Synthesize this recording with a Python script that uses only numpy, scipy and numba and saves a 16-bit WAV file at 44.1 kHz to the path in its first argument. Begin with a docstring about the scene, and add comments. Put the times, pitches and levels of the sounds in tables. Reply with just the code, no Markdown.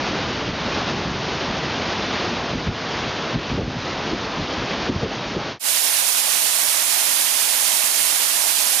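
"""A dull mono roar at the foot of a waterfall; the fall's draught buffets the microphone and pushes
the camera's gain down. After a quick fade, a second spot beside the chute: a bright, steady hiss of
spray over rock, mostly in the right ear. The water is countless impacts fused to noise, with ringing
bubbles in it; the gusts are slow pushes of air carrying turbulence and eddies."""
import sys
import numpy as np
from scipy import signal
from scipy.fft import rfft, irfft
from scipy.io import wavfile
from numba import njit

SR = 44100
rng = np.random.default_rng(int(sys.argv[2]) if len(sys.argv) > 2 else 0)


def master(y):
    """Save y as 16-bit WAV."""
    cut = np.clip(np.atleast_2d(y).T, -1, 1)
    pcm = np.round(cut * 32767)  # scale
    wavfile.write(sys.argv[1], SR, pcm.astype(np.int16))


N = 388080
TIME_S = np.arange(N) / SR
FREQ_HZ = np.maximum(np.arange(N // 2 + 1) * SR / N, 1)

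# Draught gusts, before gain control: crest_s, rise_s, level_db, edge_hz
GUSTS = [(0.479, 0.044, -24.5, 258), (.94, 0.048, -23, 340), (1.08, 0.06, -23, 219),
         (2.545, 0.033, -21.5, 270), (2.686, 0.025, -16, 250), (3.36, 0.023, -17, 270),
         (3.526, 0.026, -16.5, 230), (3.591, 0.026, -15.5, 570), (3.624, 0.024, -13.5, 250),
         (3.68, .03, -18.5, 282), (3.755, 0.026, -20.5, 240), (4.134, 0.015, -20.5, 500),
         (4.401, .025, -22.5, 300), (4.902, 0.015, -14.5, 393), (4.96, 0.024, -19, 270),
         (5.039, .022, -16.5, 524), (5.367, 0.02, -22, 500)]
# Plunge pool roar, before swell and gain control: freq_hz, density_db
ROAR_SPECTRUM = [(25, -70), (60, -60), (170, -54.5), (350, -55), (500, -57), (900, -58.5), (2100, -64),
                 (3300, -64.5), (5000, -69), (6200, -75), (6900, -83.5), (7250, -97)]
# Slow swell and sag of the roar: time_s, gain_db
ROAR_SWELL = [(0, 2.8), (.35, 2), (.55, -1), (.78, 4.5), (1.13, 0.4), (1.3, 2.5), (1.5, 1), (2.28, 4.5),
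              (2.4, 1.5), (2.7, -1), (3.0, 1.5), (3.5, 0), (4.3, -0.5), (4.8, 1.7), (5.3, -1.6)]
# Chute hiss, right microphone: freq_hz, density_db
CHUTE_RIGHT_SPECTRUM = [(45, -100), (110, -79.5), (220, -69), (450, -67), (650, -59), (950, -58.5),
                        (1220, -62), (2500, -57.5), (7000, -57), (10000, -54.4), (12000, -56.5),
                        (15000, -62), (18000, -80)]
# Chute hiss, left microphone: freq_hz, density_db
CHUTE_LEFT_SPECTRUM = [(100, -115), (450, -92), (700, -83.5), (1250, -82.5), (2700, -71.5), (5000, -68.5),
                       (7300, -63.5), (9400, -62), (11500, -64), (15000, -75)]
# Likeness of the two microphones at the chute: freq_hz, coherence
CHUTE_COHERENCE = [(100, .15), (400, .6), (800, .82), (2200, 0.63), (4500, 0.33), (10000, 0.39),
                   (15000, .1)]


def undb(db):
    """Decibels to gain."""
    return 10 ** (np.asarray(db) / 20)


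def unit(x):
    """Scale to rms 1."""
    return x / np.std(x)


def over_freq(points):
    """Interpolate (freq_hz, value) points on a log-frequency axis."""
    hz, value = np.transpose(points)
    return np.interp(np.log(FREQ_HZ), np.log(hz), value)


def colour(white, spectrum):
    """Shape white sound of rms 1 to a power density per Hz, given in dB."""
    return irfft(rfft(white) * undb(over_freq(spectrum)) * np.sqrt(SR / 2), N)


def butter(x, hz, kind, order):
    """Butterworth low-pass or high-pass."""
    return signal.sosfilt(signal.butter(order, hz, kind, fs=SR, output="sos"), x)


def cut_top(x, hz):
    """Steep low-pass."""
    return signal.sosfilt(signal.ellip(12, .1, 80, hz, fs=SR, output="sos"), x)


def drift(rate_hz):
    """Smooth random curve, rms 1."""
    return unit(irfft(rfft(rng.standard_normal(N)) / (1 + (FREQ_HZ / rate_hz) ** 4), N))


def turbulence(edge_hz, lowest_hz=48):
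    """Hollow rumble of air breaking over the microphone, rms 1."""
    rumble = butter(rng.standard_normal(N), edge_hz, "low", order=4)
    return unit(butter(rumble, lowest_hz, "high", order=1))


def draught(push=0.75, eddy_db=6.5, rumble_db=-1.0, full_eddy_rise_s=0.021):
    """Light air wavers; each gust is a slow push with turbulence, and abrupt ones thump at the crest."""
    air = undb(-39.5 + 4.5 * drift(rate_hz=8)) * (push + turbulence(edge_hz=270))
    for crest_s, rise_s, level_db, edge_hz in GUSTS:
        age_s = TIME_S - crest_s
        width_s = np.where(age_s < 0, rise_s, 1.46 * rise_s)  # falls slower than it rises
        swell = np.exp(-(age_s / width_s) ** 2)
        eddy_hz = 0.49 * edge_hz
        angle = 2 * np.pi * eddy_hz * age_s
        eddy = -undb(eddy_db) * full_eddy_rise_s / rise_s * angle * np.exp((1 - angle ** 2) / 2)
        pressure = push + undb(rumble_db) * turbulence(edge_hz)
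        air += undb(level_db) * (swell * pressure + eddy)
    return air


@njit
def envelope(x, attack_s, release_s):
    """Level follower with separate rise and fall times."""
    out = np.empty(len(x))
    level = np.abs(x[:2000]).mean()
    for i in range(len(x)):
        tau_s = attack_s if abs(x[i]) > level else release_s
        level += (abs(x[i]) - level) / (SR * tau_s)
        out[i] = level
    return out


def gain_control(x, knee_db=-16.5, attack_s=0.0066, release_s=0.095):
    """The camera turns itself down as the pressure passes a soft knee."""
    return x / np.sqrt(1 + (envelope(x, attack_s, release_s) / undb(knee_db)) ** 2)


def bubbles(ring_cycles=35, glide=.06, spread_db=2.0, count=9000):
    """Air pockets of all sizes ring briefly and rise in pitch; a few are much stronger than the rest."""
    age_s = np.arange(800) / SR
    onset, smallness, rarity = rng.random((count, 3)).T[:, :, None]
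    pitch_hz = 500 * 24 ** smallness
    cycles = pitch_hz * age_s
    life = cycles / ring_cycles  # 1 at 60 dB down
    rings = np.sin(2 * np.pi * cycles * (1 + glide * life)) * np.exp(-np.log(1000) * life)
    strength = undb(-spread_db * np.log(np.maximum(rarity, .02)))
    rings *= pitch_hz * strength  # high bubbles die sooner, so start stronger: equal energy per Hz
    samples = (onset * N).astype(int) + np.arange(len(age_s))
    return unit(np.bincount(samples.ravel(), rings.ravel(), N)[:N])


def white_water(slab_db, flicker_db, bubble_db, churn_hz):
    """Impacts fuse to a hiss with bubbles in it; slabs of water lift all bands, each also flickers."""
    spectrum = rfft(unit(rng.standard_normal(N) + undb(bubble_db) * bubbles()))
    octave = np.clip(np.log2(FREQ_HZ / 100), 0, 7)
    lift_db = slab_db * drift(churn_hz)
    water = 0
    for band in range(8):
        share = np.maximum(1 - abs(octave - band), 0)
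        water += irfft(spectrum * share, N) * undb(lift_db + flicker_db * drift(rate_hz=16))
    return unit(water)


def chute(notch_hz=7870, notch_width_hz=150, lag_s=3.7e-5):
    """A wide sheet of spray, partly alike at both microphones, with one narrow gap in its treble."""
    right = white_water(slab_db=0.57, flicker_db=0.53, bubble_db=-11, churn_hz=17)
    independent = white_water(slab_db=0.3, flicker_db=0.8, bubble_db=-10, churn_hz=16)
    coherence = np.clip(over_freq(CHUTE_COHERENCE), 0, 1)
    # left microphone: quarter-cycle lead in the bass, slightly later arrival
    phase_shift = 1j * np.exp(-2j * np.pi * FREQ_HZ * lag_s)
    shared = coherence * phase_shift * rfft(right)
    left = irfft(shared + np.sqrt(1 - coherence ** 2) * rfft(independent), N)
    pair = np.array([colour(left, CHUTE_LEFT_SPECTRUM), colour(right, CHUTE_RIGHT_SPECTRUM)])
    return signal.lfilter(*signal.iirnotch(notch_hz, notch_hz / notch_width_hz, SR), pair)


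def foot_of_fall():
    """Plunge pool and draught share one microphone, so the roar ducks under the gusts."""
    water = white_water(slab_db=0.53, flicker_db=0.62, bubble_db=-12, churn_hz=14)
    swell_db = np.interp(TIME_S, *np.transpose(ROAR_SWELL))
    roar = colour(water, ROAR_SPECTRUM) * undb(swell_db)
    ducked = gain_control(roar + draught())
    audible = butter(ducked, 40, "high", order=4)  # the air's slow push is too low for the amplifier
    return cut_top(audible, hz=7300)


def scene(fade_start_s=5.489, silence_s=5.593, fade_end_s=5.68, fade_power=1.13):
    """The roar fades out, then the chute fades in."""
    fade_out = np.interp(TIME_S, [fade_start_s, silence_s], [1, 0]) ** fade_power
    fade_in = np.interp(TIME_S, [silence_s, fade_end_s], [0, 1]) ** fade_power
    return foot_of_fall() * fade_out + chute() * fade_in


def record(dry, ceiling_db=-6.0):
    """The recorder rounds the rare highest peaks and cuts the top."""
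    rounded = dry / (1 + (dry / undb(ceiling_db)) ** 8) ** (1 / 8)
    return cut_top(rounded, hz=15350)


dry = scene()
out = record(dry)
master(out)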